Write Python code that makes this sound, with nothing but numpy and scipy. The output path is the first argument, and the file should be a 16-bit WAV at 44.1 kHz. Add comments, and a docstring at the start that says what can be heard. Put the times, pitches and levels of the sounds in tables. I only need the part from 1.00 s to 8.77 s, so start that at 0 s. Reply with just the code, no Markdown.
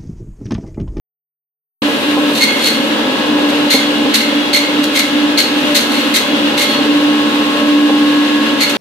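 """Butcher's band saw in a tiled room.

The wheels drive the steel cabinet to a drone; belt and bearings whine, the blade hisses and whistles.
Bone is pushed through again and again: teeth rasp, the pinched blade squeals, the loaded drone sinks.
Soft flesh fizzes in the teeth; meat and bone thump on the steel table."""
import sys
import numpy as np
from scipy import signal
from scipy.fft import rfft, irfft, next_fast_len
from scipy.io import wavfile
from scipy.ndimage import uniform_filter1d, map_coordinates

SR = 44100
rng = np.random.default_rng(int(sys.argv[2]) if len(sys.argv) > 2 else 0)


def digitize_waveform(pressure):
    """Quantize a signal to 16-bit integers and store it at the path in sys.argv[1].

    Rows of a 2-D input are taken as channels; values are limited to [-1, 1].
    """
    field = np.atleast_2d(pressure).T
    bounded = np.clip(field, -1, 1)
    quanta = np.round(bounded * 32767).astype(np.int16)
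    wavfile.write(sys.argv[1], SR, quanta)


N = 342657
TIME = np.arange(N) / SR

# cabinet drone before the load dip (time [s], level [dB])
FREE_DRONE = [(0.83, -16.5), (1.0, -31.5), (1.14, -16.5), (1.7, -19.5), (2.13, -27.5), (2.3, -14.5),
              (3.4, -16.5), (3.85, -16), (4.17, -13.5), (4.4, -17), (5.83, -18.5), (5.91, -10), (6.11, -9),
              (6.15, -12.5), (6.56, -22), (6.69, -10), (7.25, -10.5), (7.5, -16.5)]
# cabinet panels (frequency [Hz], width [Hz], gain [dB])
PANEL_MODES = [(228.2, 16, -2.5), (258, 19, 1), (288, 27, 7)]
# panel rattle (frequency [Hz], relative density [dB])
RATTLE_SPECTRUM = [(25, -42), (48, -48), (75, -13.5), (110, -15.5), (160, -3.5), (250, -2), (400, 0.5),
                   (460, 3.5), (490, 2.5), (540, 6), (600, 1.5), (650, -4.5), (1000, -0.5), (1250, -10),
                   (2000, -42)]
# bone on the blade (start [s], attack [s], hold [s], rasp [dB], squeal [dB], octave [dB], roughness [0-1])
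BONE_CUTS = [ (1.322, .030, .030, -20, -38, -24, .4), (1.385, .035, .018, -10.5, -10.5, -10, .2),
             (1.462, .018, .018, -34, -19, -24, .05), (1.530, .040, .190, -30, -27, -31, .05),
             (1.590, .080, .012, -15, -28, -13.5, .3), (2.480, .010, .015, -28, -34, -33, .9),
             (2.698, .008, .048, -10.5, -14.5, -10.5, .65), (3.137, .004, .018, -8, -19, -11, .85),
             (3.185, .025, .015, -28, -19, -21, .4), (3.528, .005, .042, -12, -12.5, -11.5, .65),
             (3.830, .005, .005, -20, -35, -25, .95), (3.925, .040, .040, -12.5, -16, -20, .75),
             (4.372, .004, .026, -9.5, -17, -8, .7), (4.741, .008, .028, -9, -23, -11, .75),
             (4.870, .050, .090, -27, -29, -25, .15), (5.134, .008, .028, -11.5, -18, -15, .75),
             (5.563, .018, .055, -16.5, -18, -20, .6), (5.660, .030, .060, -30, -33, -21, .1),
             (7.595, .015, .025, -12.5, -14.5, -12, .65), (7.692, .004, .006, -18, -28, -30, .9)]
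# teeth on bone (frequency [Hz], relative density [dB])
RASP_SPECTRUM = [(500, -29), (1700, 3.5), (2600, 3.5), (3400, 7), (4000, 12), (4500, 5.5), (5200, 0.5),
                 (7000, -1), (10000, -6), (13000, -4.5), (15000, -14)]
# blade resonances (frequency [Hz], width [Hz], gain [dB])
BLADE_MODES = [(2150, 225, 0), (4290, 260, 0), (6530, 110, -14)]
# higher blade modes that colour the rasp (frequency [Hz], width [Hz], gain [dB])
RASP_MODES = [(6480, 120, -3), (8650, 160, -3), (8950, 200, -4), (10640, 140, -4), (11100, 140, -7),
              (13000, 260, -10)]
# blade in its guides (frequency [Hz], relative density [dB])
HISS_SPECTRUM = [(600, -21.5), (1200, -0.5), (1550, 3.5), (1900, 0.5), (2150, 1), (2420, -2), (2790, 7.5),
                 (3150, 2.5), (3750, 2.5), (4300, -2), (5000, -9), (6500, -14.5), (10000, -21),
                 (12500, -19), (15000, -47)]
# blade pressed sideways on its guide (start [s], hold [s], whistle level [dB])
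GUIDE_PRESSES = [(1.44, .14, -33), (2.76, .04, -34), (3.32, .13, -34), (5.17, .08, -34), (5.61, .07, -30)]
# drive tones (frequency [Hz], relative level [dB])
DRIVE_TONES = [(208, -38.5), (221, -29.5), (228, -30), (259, -41), (308, -29.5), (353, -34), (442, -39.5),
               (521, -37.5), (834.4, -35.5), (887, -43), (1007, -46), (1303, -36.5), (2503, -35)]
# wheel bearing whines (low [Hz], high [Hz])
BEARING_HZ = [1087.3, 1671.8]
# wheel bearing whines (time [s], low whine [dB], high whine [dB])
BEARING_LEVELS = [(0.83, -38, -30.5), (1.2, -32, -31), (1.6, -41, -35), (2.3, -32, -31), (2.8, -37, -36),
                  (5.6, -35, -34), (6.3, -26.5, -32), (7.4, -27.5, -30), (7.77, -34, -32.5)]
# meat and bone on the table (time [s], relative level [dB], hardness [0-1])
BLOWS = [(1.169, -13, 1), (2.742, -6.5, 0.14), (3.051, -14, 0), (5.79, -14, .6), (6.893, -14, 1)]
# steel table top (frequency [Hz], gain [dB], T60 [s])
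TABLE_MODES = [(205, -29, 0.11), (265, 0.5, 0.22), (328, -23, 0.11), (464, 1, 0.063), (549, 1, 0.05),
               (792, -11.5, 0.13), (1050, -9, 0.054)]
# blade in soft flesh (start [s], end [s], level [dB])
FLESH_SLICES = [(0.805, 1.847, -35.5), (4.553, 5.1, -36), (6.25, 7.2, -43)]
# teeth in flesh (frequency [Hz], relative density [dB])
FIZZ_SPECTRUM = [(3000, -30), (5500, -1), (8000, 0), (11000, 1), (13500, -3), (15000, -2)]
# tiled room (frequency [Hz], T60 [s])
ROOM_DECAY = [(200, 0.3), (2000, 0.33), (5000, 0.43), (14000, 0.35)]
# left-right likeness of the machine noise (frequency [Hz], coherence [0-1])
COHERENCE = [(60, 0.8), (200, 0.95), (320, 0.78), (450, 0.91), (650, 0.51), (1390, 0), (3000, 0.015),
             (14000, 0.1)]

DRONE_HZ, RUMBLE_DB, RATTLE_DB = 294.5, -21, -20.5  # unloaded
SAG_HZ, DRONE_DIP_DB, PANEL_DIP_DB = 3.2, 7.5, 2  # drops at full load
FULL_LOAD_RASP_DB, LOAD_RISE_S, LOAD_HOLD_S, LOAD_FALL_S = -17, 0.032, 0.0849, 0.031
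SQUEAL_HZ, DRAG_HZ = 2163, 45  # clean pitch, drop at full roughness
RASP_RELEASE_S, SQUEAL_RELEASE_S = 0.013, 0.018
WHISTLE_HZ, WHISTLE_DB, WHISTLE_SWELL_DB, WHISTLE_T60_S = 3343, -36.5, 7, 1.6
ONSET_S, CUTOFF_HZ = 0.819, 14650
AGC_THRESHOLD_DB, AGC_DB_PER_DB, AGC_WINDOW_S = -12, 0.35, 0.069


def cabinet(load):
    """Wheels drive the main resonance and shake loose panels; load lowers pitch and levels."""
    free_db, = curves(FREE_DRONE)
    phase = phase_of(DRONE_HZ - SAG_HZ * load + 0.74 * wobble(9))
    drone = amp(free_db - DRONE_DIP_DB * load + 0.92 * wobble(14)) * tone(phase, lead_rad=0.35)
    octave = amp(-32.5 + 3.8 * wobble(7)) * tone(2 * phase + 0.6 * wobble(16), lead_rad=0.36)
    rumble = amp(RUMBLE_DB - PANEL_DIP_DB * load) * ringing(PANEL_MODES)
    wheel_turn = np.sin(phase / 20)  # drone = 20th wheel order
    rattle_db = RATTLE_DB - PANEL_DIP_DB * load + 0.45 * wheel_turn + wobble(5)
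    rattle = amp(rattle_db) * noise(lambda hz: amp(along(RATTLE_SPECTRUM, hz)))
    return (drone + rumble) * amp([[-.45], [.45]]) + (octave + rattle) * amp([[.4], [-.4]])


def saw_load():
    """Load, 0-1: grows with the rasp level, leads and outlasts each contact."""
    loads = []
    for start_s, attack_s, hold_s, rasp_db, *_ in BONE_CUTS:
        depth = min(1, amp(rasp_db - FULL_LOAD_RASP_DB))
        lead_in_s = start_s + attack_s / 2 - LOAD_RISE_S
        held_s = attack_s / 2 + hold_s + LOAD_HOLD_S
        loads.append(depth * pressure(lead_in_s, LOAD_RISE_S, held_s, LOAD_FALL_S))
    return np.max(loads, axis=0)


def tooth_rasp():
    """Teeth chip bone: dense noise bursts coloured by the blade's higher modes."""
    def response(f):
        modes = sum(amp(db) * resonance(f, hz, width_hz) for hz, width_hz, db in RASP_MODES)
        return amp(along(RASP_SPECTRUM, f)) * (1 + modes)

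    level = sum(amp(cut[3]) * pressure(*cut[:3], RASP_RELEASE_S) for cut in BONE_CUTS)
    chips = rng.standard_normal((2, N)) * amp(3.2 * wobble(900) + 2.2 * wobble(160))
    return level * unit(filtered(chips, response))


def blade_squeal():
    """The pinched blade squeals; rough bone breaks the tone into random jolts of its modes."""
    pinches = np.array([pressure(*cut[:3], SQUEAL_RELEASE_S) for cut in BONE_CUTS])
    squeal_db, octave_db, roughness = np.transpose(BONE_CUTS)[4:]
    low_gain, high_gain = amp([squeal_db, octave_db]) @ pinches
    rough = roughness @ pinches / (pinches.sum(axis=0) + 1e-20)
    clean = np.clip(1 - rough, 0, 1)
    hoarse = np.sqrt(1 - clean ** 2)
    jitter = .025 * rough * wobble(250) + 0.0029 * wobble(40)
    phase = phase_of((SQUEAL_HZ - DRAG_HZ * rough) * (1 + jitter))
    low = clean * tone(phase, 0.94 * wobble(30)) + hoarse * ringing(BLADE_MODES[:1], lead_ms=0)
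    overtones = tone(2 * phase, wobble(30)) + amp(-20) * tone(3 * phase, 2 * wobble(27))
    high = clean * overtones + hoarse * ringing(BLADE_MODES[1:], lead_ms=0)
    # released, the blade rings on in narrower lines
    free_modes = [(hz, width_hz / 2, db) for hz, width_hz, db in BLADE_MODES]
    low_tail = amp(-4) * ring_on(low_gain, t60_s=.55) * ringing(free_modes[:1])
    high_tail = amp(-11) * ring_on(high_gain, t60_s=.35) * ringing(free_modes[1:])
    return amp(-3) * (low_gain * low + high_gain * high) + low_tail + high_tail


def bone_cuts():
    """Rasp and squeal from straight ahead, with room reverb."""
    direct = tooth_rasp() + blade_squeal()
    direct = direct + 0.15 * direct[::-1]  # left-right crossfeed
    return direct + amp(-3.5) * room(direct)


def blade_guides(load):
    """The blade hisses and whistles in its guides; the whistle swells after cuts and under side pressure."""
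    pressed = sum(amp(db) * pressure(start_s, attack_s=.06, hold_s=hold_s, release_s=.05)
                  for start_s, hold_s, db in GUIDE_PRESSES)
    level = amp(WHISTLE_DB + WHISTLE_SWELL_DB * ring_on(load, WHISTLE_T60_S)) + pressed
    flutter_db = .7 * wobble(25) + .4 * wobble(3)
    hiss = amp(-18.5 + flutter_db) * noise(lambda hz: amp(along(HISS_SPECTRUM, hz)))
    flicker = amp(1.5 * wobble(20))
    whistle = tone(phase_of(WHISTLE_HZ + 8 * wobble(36)), lead_rad=.8 + wobble(8))
    return hiss * amp([[.4], [-.4]]) + level * flicker * whistle


def drive():
    """Belt and bearing tones, wavering in level and pitch."""
    out = np.zeros((2, N))
    for hz, db in DRIVE_TONES:
        diffuse = 1 - along(COHERENCE, hz)
        waver_hz = (1 + hz / 700) * wobble(16)
        level = amp(db - 2 + 2.75 * wobble(6.6))
        out += level * tone(phase_of(hz + waver_hz), lead_rad=0.81 * diffuse * wobble(2.06))
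    for hz, db in zip(BEARING_HZ, curves(BEARING_LEVELS)):
        level = amp(db + 1.5 * wobble(14))
        whine = tone(phase_of(hz + 1.5 * wobble(22)), lead_rad=.9 + .6 * wobble(2))
        out += level * whine * amp([[1], [-1.2]])
    return out


def table_thumps():
    """Blows ring the steel table; hard bone favours the higher modes."""
    out, t = np.zeros(N + SR), np.arange(SR // 2) / SR
    attack = 1 - np.exp(-t / 0.002)
    for start_s, blow_db, hardness in BLOWS:
        for hz, mode_db, t60_s in TABLE_MODES:
            tilt_db = 7 * hardness * np.log2(hz / 400)
            decay = amp(blow_db + 2 + mode_db + tilt_db - 60 * t / t60_s)
            out[round(start_s * SR):][:len(t)] += attack * decay * np.sin(2 * np.pi * hz * t)
    return out[:N] + amp(-20) * room(out[None, :N])


def flesh_fizz():
    """Teeth in soft meat: a fine, high fizz."""
    level = sum(amp(db) * pressure(start_s, attack_s=0.026, hold_s=end_s - start_s, release_s=0.054)
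                for start_s, end_s, db in FLESH_SLICES)
    return level * amp(1.2 * wobble(20)) * noise(lambda hz: amp(along(FIZZ_SPECTRUM, hz)))


def room(x):
    """Diffuse reverb off tiled walls, independent per side."""
    hz, t, spectrum = signal.stft(rng.standard_normal((2, SR // 2)), SR, nperseg=256)
    decay = amp(-60 * t / along(ROOM_DECAY, hz)[:, None])
    tail = signal.istft(spectrum * decay, SR, nperseg=256)[1]
    return signal.fftconvolve(x, tail / np.linalg.norm(tail[0]), axes=1)[:, :N]


def amp(db):
    """dB to gain."""
    return 10 ** (np.asarray(db) / 20)


def unit(x):
    """Scale to rms 1."""
    return x / np.sqrt(np.mean(x ** 2) + 1e-20)


def along(points, hz):
    """Interpolate (frequency [Hz], value) on a log axis."""
    knots_hz, values = np.transpose(points)
    return np.interp(np.log(hz + 1), np.log(knots_hz + 1), values)


def curves(rows):
    """Per-sample curve for each column after the time."""
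    times_s, *columns = np.transpose(rows)
    return [np.interp(TIME, times_s, column) for column in columns]


def wobble(rate_hz):
    """Smooth random curve through Gaussian knots."""
    return map_coordinates(rng.standard_normal(int(N * rate_hz / SR) + 4), [TIME * rate_hz])


def pressure(start_s, attack_s, hold_s, release_s):
    """Contact envelope, 0-1: quadratic rise, hold, exponential release."""
    rise = np.clip((TIME - start_s) / attack_s, 0, 1) ** 2
    return rise * np.exp(-np.maximum(TIME - start_s - attack_s - hold_s, 0) / release_s)


def ring_on(level, t60_s):
    """One-pole lag: a level decays freely once its drive stops."""
    pole = 10 ** (-3 / (t60_s * SR))
    return signal.lfilter([1 - pole], [1, -pole], level)


def phase_of(hz):
    """Running phase [rad], random start."""
    return 2 * np.pi * (np.cumsum(hz) / SR + rng.random())


def tone(phase, lead_rad):
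    """Stereo sine, rms 1; left leads."""
    return np.sqrt(2) * np.sin([phase + lead_rad / 2, phase - lead_rad / 2])


def filtered(x, response):
    """Apply a frequency response by FFT."""
    size = next_fast_len(N + SR // 2)
    return irfft(rfft(x, size) * response(np.fft.rfftfreq(size, 1 / SR)), size)[..., :N]


def noise(response, lead_ms=.14):
    """Stereo noise, rms 1: coherent bass, diffuse treble; left leads."""
    def mid_side(hz):
        angle = np.arccos(along(COHERENCE, hz)) / 2
        return response(hz) * np.array([np.cos(angle), np.sin(angle)])

    mid, side = filtered(rng.standard_normal((2, N)), mid_side)
    right = filtered(mid - side, lambda hz: np.exp(-2j * np.pi * hz * lead_ms / 1000))
    return unit(np.array([mid + side, right]))


def resonance(hz, centre_hz, width_hz):
    """Causal response of one mode."""
    return 1j * hz * width_hz / (centre_hz ** 2 - hz ** 2 + 1j * hz * width_hz)


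def ringing(modes, lead_ms=0.13):
    """Stereo noise in steep-sided resonances."""
    def response(f):
        return sum(amp(db) * abs(resonance(f, hz, width_hz)) ** 2 for hz, width_hz, db in modes)

    return noise(response, lead_ms)


def scene():
    """Running saw, cuts and table, in stereo."""
    load = saw_load()
    return cabinet(load) + drive() + blade_guides(load) + flesh_fizz() + bone_cuts() + table_thumps()


def record(dry):
    """Abrupt onset, gain control, soft clip, low-pass."""
    x = dry * np.clip((TIME - ONSET_S) / .002, 0, 1)
    power = uniform_filter1d(np.mean(x ** 2, axis=0), int(AGC_WINDOW_S * SR))
    level_db = 10 * np.log10(abs(power) + 1e-20)
    x = x * amp(-AGC_DB_PER_DB * np.maximum(level_db - AGC_THRESHOLD_DB, 0))
    x = x / (1 + abs(x) ** 8) ** (1 / 8)
    return filtered(x, lambda hz: hz < CUTOFF_HZ)


dry = scene()
out = record(dry)
digitize_waveform(out)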